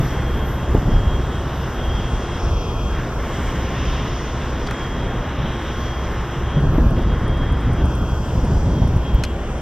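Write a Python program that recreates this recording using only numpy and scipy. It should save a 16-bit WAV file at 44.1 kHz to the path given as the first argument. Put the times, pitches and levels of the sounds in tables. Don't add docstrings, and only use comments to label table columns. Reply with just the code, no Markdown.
import sys
import numpy as np
from scipy import signal
from scipy.fft import rfft, irfft, next_fast_len
from scipy.io import wavfile
from scipy.ndimage import uniform_filter1d, map_coordinates

SR = 44100
rng = np.random.default_rng(int(sys.argv[2]) if len(sys.argv) > 2 else 0)


def store_pcm(level_fs):
    pcm = np.round(np.clip(level_fs, -1, 1) * 32767).astype(np.int16)
    wavfile.write(sys.argv[1], SR, np.atleast_2d(pcm).T)


N = 423801


def amp(db):
    return 10 ** (np.asarray(db) / 20)


def unit(x):
    return x / np.sqrt(np.mean(x ** 2) + 1e-20)


def along(points, hz):
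    f, v = np.transpose(points)
    return np.interp(np.log(hz + 1), np.log(f + 1), v)


def curves(rows):
    s, *cols = np.transpose(rows)
    return [np.interp(np.arange(N) / SR, s, c) for c in cols]


def swing(rows):
    db, = curves(rows)
    return db - db.mean()


def wobble(rate):
    knots = rng.standard_normal(int(N * rate / SR) + 4)
    return map_coordinates(knots, [np.arange(N) * rate / SR])


def filtered(x, response):
    m = next_fast_len(N + SR // 2)
    hz = np.fft.rfftfreq(m, 1 / SR)
    return irfft(rfft(x, m) * response(hz), m)[..., :N]


def noise(spectrum):
    return unit(filtered(rng.standard_normal(N), lambda hz: amp(along(spectrum, hz))))


def sine(hz):
    cycles = np.cumsum(hz) / SR + rng.random()
    return np.sqrt(2) * np.sin(2 * np.pi * cycles)


PATCH_HZ, PATCH_S, PATCH_DB = 600, 0.4, 1.3


def drifting(spectrum):
    hz, t, z = signal.stft(noise(spectrum), SR, nperseg=512)
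    field = rng.standard_normal(z.shape)
    field = uniform_filter1d(field, int(PATCH_HZ / hz[1]), axis=0)
    field = uniform_filter1d(field, int(PATCH_S / t[1]), axis=1)
    patched = z * amp(PATCH_DB * unit(field))
    return unit(signal.istft(patched, SR, nperseg=512)[1][:N])


# (f/Hz, level/dB)
EXHAUST_SPECTRUM = [(20, -4), (60, -6), (130, -0.5), (200, -6.5), (350, -5.5), (500, -7), (700, -10.5),
                    (950, -14), (1400, -30.5), (4000, -74)]
# (t/s, level/dB)
EXHAUST_LEVEL = [(0, -28.5), (4.3, -28.5), (5.2, -29), (6.3, -30.5), (8.7, -29.5), (9.61, -29)]
# (f/Hz, level/dB)
ROAR_SPECTRUM = [(400, -26.5), (750, -4.5), (950, -0.5), (1150, 0), (1500, -1.5), (1800, -5), (2100, -10.5),
                 (2500, -33), (4000, -45), (8000, -87.5)]
# (f/Hz, level/dB)
RUSH_SPECTRUM = [(1200, -38), (1750, 0), (2100, 1.5), (2400, -3), (2900, -19), (4000, -51)]
# (f/Hz, level/dB)
UPPER_RUSH_SPECTRUM = [(1700, -37), (2400, -3), (2850, 3), (3400, 0.5), (3950, -5.5), (4120, -16.5),
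                       (6000, -54)]
# (t/s, lower band level/dB, upper band level/dB)
RUSH_LEVEL = [(0, -43.5, -45), (0.6, -49, -46), (1.3, -52, -45), (2.2, -46.5, -43.5), (3.1, -45.5, -45),
              (3.75, -41.5, -40.5), (4.5, -47.5, -41.5), (4.8, -44, -43.5), (5.15, -46, -44.5),
              (5.45, -44.5, -41), (5.95, -44.5, -44.5), (6.5, -48, -45), (7.3, -48.5, -47.5),
              (7.75, -45.5, -46.5), (8.2, -52, -48), (9.2, -46, -46), (9.61, -46.5, -50)]
# (f/Hz, level/dB)
HISS_SPECTRUM = [(2500, -10.5), (4200, -3), (4800, 1), (5400, 5), (6000, 1), (6600, -5), (7200, -22),
                 (9000, -51.5)]
# (t/s, level/dB)
HISS_LEVEL = [(0, -48), (0.45, -53), (1.7, -52), (2.15, -49), (2.55, -48), (3.0, -51.5), (3.45, -48.5),
              (4.3, -46.5), (5.3, -54.5), (5.8, -50), (6.8, -54.5), (7.6, -55.5), (8.25, -51),
              (8.85, -51.5), (9.25, -56), (9.61, -53.5)]
# (f/Hz, level/dB)
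UPPER_HISS_SPECTRUM = [(5500, -20), (6700, 7), (7300, 7.5), (8200, 3.5), (8800, -12.5), (10700, -7),
                       (11500, -19.5), (12500, -13), (14500, -36), (15500, -60)]
# (t/s, level/dB)
UPPER_HISS_LEVEL = [(0, -59.5), (0.45, -62.5), (0.9, -60.5), (1.4, -60.5), (1.95, -63), (2.1, -59),
                    (2.6, -63.5), (2.95, -62.5), (3.3, -61), (3.43, -58), (3.65, -61.5), (4.2, -62),
                    (4.8, -62.5), (5.25, -67), (5.65, -63), (6.05, -63), (6.18, -61), (6.3, -64.5),
                    (6.75, -65.5), (7.6, -65), (8.25, -61), (8.8, -61.5), (9.2, -64), (9.61, -61)]
# (f/Hz, level/dB)
SIZZLE_SPECTRUM = [(11000, -48), (12400, -7), (12850, 2), (13300, -9), (14000, -27)]
# (t/s, level/dB)
SIZZLE_LEVEL = [(0.0, -56), (0.18, -69), (0.52, -57.5), (0.67, -70), (0.82, -65), (1.05, -73), (1.4, -71),
                (1.64, -64), (1.98, -71), (2.3, -77), (2.78, -70.5), (3.8, -70), (4.01, -73), (4.9, -76),
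                (5.1, -72), (5.4, -76), (5.8, -69), (6.3, -71), (6.55, -75), (6.85, -65), (7.05, -77),
                (8.51, -79), (8.82, -70), (9.61, -80)]
# (f/Hz, level/dB)
FIZZ_SPECTRUM = [(12000, -38), (13300, -14), (13950, 2.5), (14350, -5), (14700, -20.5), (15200, -58)]
# (t/s, level/dB)
FIZZ_LEVEL = [(0.0, -73), (0.77, -74), (1.31, -69.5), (1.87, -76), (3.53, -66.5), (3.74, -71), (6.72, -75),
              (7.73, -73), (8.06, -66), (8.59, -70), (8.81, -73), (9.61, -74)]
ROAR_DB, ROAR_FOLLOWS = -34.5, 0.12


def jet_noise():
    rush_db, upper_rush_db = curves(RUSH_LEVEL)
    hiss_db, = curves(HISS_LEVEL)
    upper_hiss_db, = curves(UPPER_HISS_LEVEL)
    sizzle_db, = curves(SIZZLE_LEVEL)
    fizz_db, = curves(FIZZ_LEVEL)
    exhaust_db, = curves(EXHAUST_LEVEL)
    roar_db = ROAR_DB + ROAR_FOLLOWS * (rush_db - rush_db.mean())
    air = wobble(14)
    exhaust = amp(exhaust_db + 0.54 * wobble(5)) * noise(EXHAUST_SPECTRUM)
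    roar = amp(roar_db + 0.58 * air) * noise(ROAR_SPECTRUM)
    rush = amp(rush_db + 1.5 + 0.48 * air) * noise(RUSH_SPECTRUM)
    upper_rush_db = upper_rush_db + 1.0 + 0.5 * air + 0.73 * wobble(16)
    rush += amp(upper_rush_db) * drifting(UPPER_RUSH_SPECTRUM)
    hiss = amp(hiss_db + 0.4 + 0.16 * air + 0.79 * wobble(14)) * drifting(HISS_SPECTRUM)
    hiss += amp(upper_hiss_db + 0.7 * air + 1.1 * wobble(16)) * drifting(UPPER_HISS_SPECTRUM)
    sizzle = amp(sizzle_db + 0.5 + 1.4 * wobble(20)) * noise(SIZZLE_SPECTRUM)
    fizz = amp(fizz_db + 2.0 + 1.4 * wobble(20)) * noise(FIZZ_SPECTRUM)
    return exhaust + roar + rush + hiss + sizzle + fizz


# (t/s, f/Hz)
BLADE_PITCH = [(0, 3241), (0.5, 3239), (0.9, 3247), (1.5, 3243), (2.2, 3248), (2.9, 3246), (4.1, 3239),
               (4.55, 3252), (5.2, 3254), (5.5, 3250), (6.7, 3252), (7.0, 3246), (8.2, 3248), (9.1, 3242),
               (9.61, 3232)]
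# (t/s, level/dB)
BLADE_LEVEL = [(0, -58), (0.11, -48.5), (0.2, -52), (0.3, -47.5), (0.42, -46), (0.5, -55), (0.64, -49.5),
               (0.8, -61), (0.93, -47), (1.15, -46.5), (1.24, -53), (1.38, -45), (1.44, -61), (1.69, -58),
               (1.78, -48), (1.92, -42.5), (2.07, -47), (2.2, -50), (2.36, -47), (2.43, -53), (2.6, -44),
               (2.82, -45.5), (2.95, -45), (3.0, -61), (3.15, -56), (3.35, -49.5), (3.75, -55), (3.97, -49),
               (4.45, -65), (4.55, -52), (4.63, -54), (4.75, -45.5), (5.02, -47.5), (5.2, -54), (5.4, -55),
               (5.5, -51), (5.64, -47.5), (5.72, -48), (5.8, -48), (5.96, -46.5), (6.2, -61), (6.31, -52),
               (6.39, -57), (6.55, -45.5), (6.66, -46), (6.82, -63), (6.98, -49), (7.04, -57), (7.13, -48),
               (7.21, -58), (7.27, -48), (7.44, -44.5), (7.7, -55), (7.84, -46.5), (8.1, -46.5),
               (8.48, -60), (8.57, -54), (8.68, -58), (8.74, -47), (8.86, -49.5), (8.95, -63), (9.05, -46),
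               (9.28, -48), (9.44, -66), (9.61, -51)]
# (t/s, level/dB)
LOW_WHINE_LEVEL = [(0, -47), (0.6, -44), (1.3, -44), (1.9, -47), (2.7, -45.5), (3.3, -42.5), (3.9, -40),
                   (4.4, -47), (5.3, -44.5), (6.2, -42.5), (7.4, -46.5), (8.2, -50), (9.61, -51)]
# (f/Hz, level/dB, fading depth/dB)
SHAFT_TONES = [(3506, -66, 2), (4686, -75, 2), (5845, -72, 2)]
# (f/Hz, level/dB)
DRONE = [(63, -27.5), (126, -35), (235, -41), (345, -39.5), (409, -48)]
BLADE_GAIN_DB = 4


def jet_tones():
    pitch, = curves(BLADE_PITCH)
    blade_db, = curves(BLADE_LEVEL)
    low_whine_db, = curves(LOW_WHINE_LEVEL)
    sizzle_db, = curves(SIZZLE_LEVEL)
    fizz_db, = curves(FIZZ_LEVEL)
    speed = pitch / pitch.mean() * (1 + 0.000265 * wobble(25))
    shimmer_db = 1.3 * wobble(32) + 0.5 * wobble(11)
    blade_hz = pitch * (1 + 0.00039 * wobble(30))
    tones = amp(blade_db + BLADE_GAIN_DB + shimmer_db) * sine(blade_hz)
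    low_whine_hz = 1070.5 * speed * (1 + 0.00037 * wobble(15))
    tones += amp(low_whine_db + 0.7 * wobble(5)) * sine(low_whine_hz)
    carry_db = swing(HISS_LEVEL)
    for hz, db, fade_db in SHAFT_TONES:
        fading_db = fade_db * unit(wobble(3.42) + wobble(22))
        tone_hz = hz * speed * (1 + 0.000546 * wobble(24))
        tones += amp(db + 7.0 + carry_db + fading_db) * sine(tone_hz)
    whistle_hz = 12840 * speed * (1 + 0.00079 * wobble(25))
    tones += amp(sizzle_db + 0.5 + 2.9 * wobble(16)) * sine(whistle_hz)
    tones += amp(fizz_db - 6.0 + 2.5 * wobble(16)) * sine(13908 * speed)
    for hz, db in DRONE:
        tones += amp(db - 3.0 + 2.1 * wobble(6)) * sine(hz + 1.165 * wobble(7))
    return tones


# (f/Hz, side-to-mid level/dB)
PORT_WIDTH = [(700, -23), (1200, -20.5), (1800, -13.5), (2300, -6), (2850, -13.5), (3250, -8), (4200, -1),
              (5300, -7.5), (6000, 5), (6500, 4), (6950, -1), (7900, 11), (11000, 12.5), (14500, 7)]


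def ports(direct, scattered):
    def width(hz):
        return amp(along(PORT_WIDTH, hz) - 3.0)

    side = filtered(direct, lambda hz: -1j * width(hz))
    side = side + filtered(scattered, width)
    return np.array([direct + side, direct - side])


GUST_RISE_SHARE = 0.46


def gust(peak_s, length_s):
    t = np.arange(N) / SR - peak_s
    half_s = length_s * np.where(t < 0, GUST_RISE_SHARE, 1 - GUST_RISE_SHARE)
    return 0.5 ** np.minimum((t / half_s) ** 2, 60)


# (f/Hz, level/dB)
RUMBLE_SPECTRUM = [(10, -3), (25, 0), (50, 1.5), (80, -1.5), (110, -7.5), (170, -21.5), (300, -35.5),
                   (1000, -65), (3000, -101)]
# (f/Hz, level/dB)
FLUTTER_SPECTRUM = [(40, -27.5), (85, -10.5), (125, 1), (180, -4.5), (270, -9), (400, -17.5), (700, -24),
                    (1200, -38), (3000, -67.5), (8000, -100)]
# (t/s, rumble level/dB)
BREEZE = [(0, -23), (1.3, -21.5), (1.7, -28), (1.9, -28.5), (2.8, -21), (3.1, -26), (3.9, -24.5),
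          (4.5, -26.5), (5.3, -25.5), (6.3, -25.5), (6.9, -19), (8.3, -21.5), (8.9, -19), (9.61, -28.5)]
# (peak t/s, length/s, rumble level/dB, flutter level/dB)
GUSTS = [(0.01, 0.04, -13, -16.5), (0.392, 0.08, -19.5, -24.5), (0.766, 0.13, -14.5, -21),
         (0.876, 0.034, -18, -17), (0.938, 0.057, -11, -18.5), (1.122, 0.09, -16, -21),
         (1.922, 0.18, -18.5, -30.5), (2.15, 0.031, -14.5, -24), (2.482, 0.13, -17, -42),
         (3.394, 0.059, -34, -24), (3.57, 0.16, -22, -28), (3.96, 0.2, -24.5, -25), (5.05, 0.15, -24, -26),
         (5.448, 0.092, -20.5, -22.5), (6.606, 0.12, -19.5, -18.5), (6.758, 0.14, -19.5, -17.5),
         (6.86, 0.21, -17, -19.5), (6.988, 0.065, -18, -20.5), (7.118, 0.071, -18, -18.5),
         (7.294, 0.11, -19, -20), (7.522, 0.12, -18, -20.5), (7.698, 0.086, -16.5, -19.5),
         (7.843, 0.078, -16.5, -18), (8.018, 0.076, -19, -20.5), (8.362, 0.061, -20, -20.5),
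         (8.45, 0.06, -21, -18), (8.56, 0.15, -16.5, -22.5), (8.736, 0.1, -21, -15.5),
         (8.858, 0.12, -19.5, -19), (9.14, 0.13, -22, -25.5)]
BREEZE_FLUTTER_DB, FLUTTER_FOLLOWS = -29, 0.4


def wind():
    rumble_power = amp(curves(BREEZE)[0]) ** 2
    flutter_power = amp(BREEZE_FLUTTER_DB + FLUTTER_FOLLOWS * swing(BREEZE)) ** 2
    for peak_s, length_s, rumble_db, flutter_db in GUSTS:
        shape = gust(peak_s, length_s)
        rumble_power = rumble_power + amp(rumble_db) ** 2 * shape
        flutter_power = flutter_power + amp(flutter_db) ** 2 * shape
    rumble = np.sqrt(rumble_power) * amp(-1.0 + 1.6 * wobble(18)) * noise(RUMBLE_SPECTRUM)
    flutter = np.sqrt(flutter_power) * amp(-3.0 + 2.46 * wobble(40)) * noise(FLUTTER_SPECTRUM)
    return rumble + flutter


# (f/Hz, level/dB)
PUFF_SPECTRUM = [(50, -4), (130, 6), (260, 10), (550, 1.5), (900, -6.5), (1400, -19), (3500, -43),
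                 (9000, -61), (15000, -77)]
# (t/s, push level/dB, width/s, puff level/dB)
THUMPS = [(0.7485, -16, 0.00055, -16.5), (0.7517, -5.5, 0.0022, -14.5), (0.7697, -10, 0.0057, -30),
          (0.942, -8, .004, -28.5), (6.756, -13, 0.0022, -21), (6.7833, -5.5, .0011, -15.5),
          (6.819, -9, 0.0057, -34), (6.8653, -4, 0.0033, -22), (7.136, -6.5, .004, -27),
          (7.316, -13, 0.0014, -21), (7.846, -9, 0.003, -29), (8.378, -6, 0.0026, -30),
          (8.443, -9, 0.0014, -27), (8.824, -8, 0.0027, -29), (8.964, -7, 0.0027, -35),
          (9.152, -1.5, 0.0049, -26)]
PUFF_RISE_S, PUFF_FALL_S = 0.002, 0.006


def thumps():
    t = np.arange(N) / SR
    push, puffs = np.zeros(N), np.zeros(N)
    for s, db, width, puff_db in THUMPS:
        u2 = np.minimum(((t - s) / width) ** 2, 80)
        push -= amp(db) * (1 - u2) * np.exp(-u2 / 2)
        half_s = np.where(t < s, PUFF_RISE_S, PUFF_FALL_S)
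        puffs += amp(puff_db) / (1 + ((t - s) / half_s) ** 2)
    return push + puffs * noise(PUFF_SPECTRUM)


def burst(s, t60, rise):
    t = np.clip(np.arange(N) / SR - s, 0, 1)
    return (1 - np.exp(-t / rise)) * 10 ** (-3 * t / t60)


KNOCK_T60_S, KNOCK_OCTAVES = 0.027, 0.54


def knock(s, centre_hz):
    t = np.arange(SR // 8) / SR
    octaves = np.log2((np.fft.rfftfreq(len(t), 1 / SR) + 1) / centre_hz)
    band = 1 / (1 + (octaves / KNOCK_OCTAVES) ** 4)
    ring = unit(irfft(rfft(rng.standard_normal(len(t))) * band, len(t)))
    ring = ring * (1 - np.exp(-t / 0.0006)) * amp(-60 * t / KNOCK_T60_S)
    return np.pad(ring, (round(s * SR), N))[:N]


# (f/Hz, level/dB)
SNAP_SPECTRUM = [(500, -24), (1000, 1), (1600, 13.5), (2300, 5), (4300, 0.5), (6000, -5), (9000, -8),
                 (11000, -12), (14000, -17), (15000, -21), (16000, -34)]
# (t/s, crack level/dB, crack t60/s, knock level/dB, knock f/Hz)
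SNAPS = [(4.6665, -41, 0.056, -41, 5200), (4.671, -43, .03, -28.5, 4000), (4.686, -44, .03, -26, 1700),
         (4.698, -42, .015, -40, 4000), (4.7103, -22, 0.013, -20, 1300), (9.2363, -16, 0.019, -14.5, 1600),
         (9.2373, -20, 0.013, -22.5, 4770), (9.241, -23.5, .018, -27, 2700), (9.247, -33, .02, -37, 4500),
         (9.2497, -28, .018, -32, 3800)]
# (f/Hz, level/dB)
TICK_SPECTRUM = [(3000, -36), (7500, -14.5), (8800, 0), (10000, -6), (11500, -23), (15000, -26.5)]
# (t/s, level/dB)
TICKS = [(6.5066, -51), (6.6084, -54), (6.9052, -49), (7.0229, -51), (7.1347, -55), (7.2792, -43.5),
         (7.3726, -51), (7.5243, -44), (7.6081, -47), (7.7327, -44), (7.855, -42.5), (7.953, -41),
         (8.0895, -46), (8.4492, -42), (8.8757, -47), (8.9695, -44.5), (9.1451, -45), (9.5807, -49)]
# (f/Hz, level/dB)
GLINT_SPECTRUM = [(6000, -35), (11000, -12), (13500, 1), (15500, -2), (17000, -17)]
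SNAP_CLICK_DB = 8
CRINKLE_DB, CRINKLE_PER_S = 3, 1100


def ribbon():
    cracks = sum(amp(db - 3.0) * burst(s, t60, rise=0.00049) for s, db, t60, _, _ in SNAPS)
    crinkle = unit(amp(CRINKLE_DB * wobble(CRINKLE_PER_S)))
    whips = np.zeros(N)
    for s, db, _, _, _ in SNAPS:
        whips[round((s + 0.0007) * SR)] = amp(db + SNAP_CLICK_DB)
    clicks = filtered(whips, lambda hz: amp(along(SNAP_SPECTRUM, hz)))
    snaps = cracks * crinkle * noise(SNAP_SPECTRUM) + clicks
    knocks = sum(amp(knock_db) * knock(s, hz) for s, _, _, knock_db, hz in SNAPS)
    ticks = sum(amp(db) * burst(s, t60=0.022, rise=0.00055) for s, db in TICKS)
    glint = amp(-28) * burst(9.1458, t60=0.005, rise=0.0003)
    return snaps + knocks + ticks * noise(TICK_SPECTRUM) + glint * noise(GLINT_SPECTRUM)


def scene():
    engine = ports(jet_noise() + jet_tones(), jet_noise())
    cloth = ribbon() + amp(-15) * ribbon() * np.array([[1], [-1]])
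    return engine + cloth + wind() + thumps()


# (start t/s, end t/s, edge f/Hz, factor on the thinning in dB)
OPENINGS = [(2.09, 2.15, 1600, 0.5), (2.39, 2.5, 1700, 0.68), (2.5, 2.89, 1450, 1.27),
            (2.89, 2.93, 1790, 1), (3.09, 3.182, 1710, 0.99), (6.60, 6.74, 1900, 1.1),
            (6.74, 6.81, 2200, 0.54), (6.81, 6.96, 1780, 1.3), (7.82, 8.2, 1600, 1.2),
            (8.2, 9.25, 1090, 0.76), (9.25, 9.7, 800, 0.77)]
# (f/Hz, level/dB)
THINNING = [(1000, -5.5), (1500, -5), (1850, -8), (2150, -7.5), (2500, 0.5), (3000, -3), (3300, -3.5),
            (3900, -6), (4100, 0)]


def narrowed(pair, edge_hz=4000):
    hz, t, (left, right) = signal.stft(pair, SR, nperseg=1024)
    edge = np.full(len(t), float(edge_hz))
    depth = np.ones(len(t))
    for start, end, low_hz, factor in OPENINGS:
        now = (t >= start) & (t < end)
        edge[now], depth[now] = low_hz, factor
    wide = np.clip((hz[:, None] - edge) / 120 + 0.5, 0, 1)
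    thinning_db = wide * depth * along(THINNING, hz)[:, None]
    mid = (left + right) / 2 * amp(thinning_db)
    side = (left - right) / 2 * wide
    return signal.istft(np.array([mid + side, mid - side]), SR, nperseg=1024)[1][:, :N]


LOW_CUT_HZ, TOP_HZ = 19, 15700


def record(dry):
    lean = [(1200, 0.5), (2400, 1.5), (4400, 2.5), (8000, 0.0), (13000, -2.5)]  # (f/Hz, left-right level/dB)
    halves = np.array([[0.5], [-0.5]])
    pair = filtered(dry, lambda hz: amp(halves * along(lean, hz)))
    pair = filtered(pair, lambda hz: 1 - 1 / (1 + (hz / LOW_CUT_HZ) ** 6))
    return filtered(narrowed(pair), lambda hz: hz < TOP_HZ)


dry = scene()
out = record(dry)
store_pcm(out)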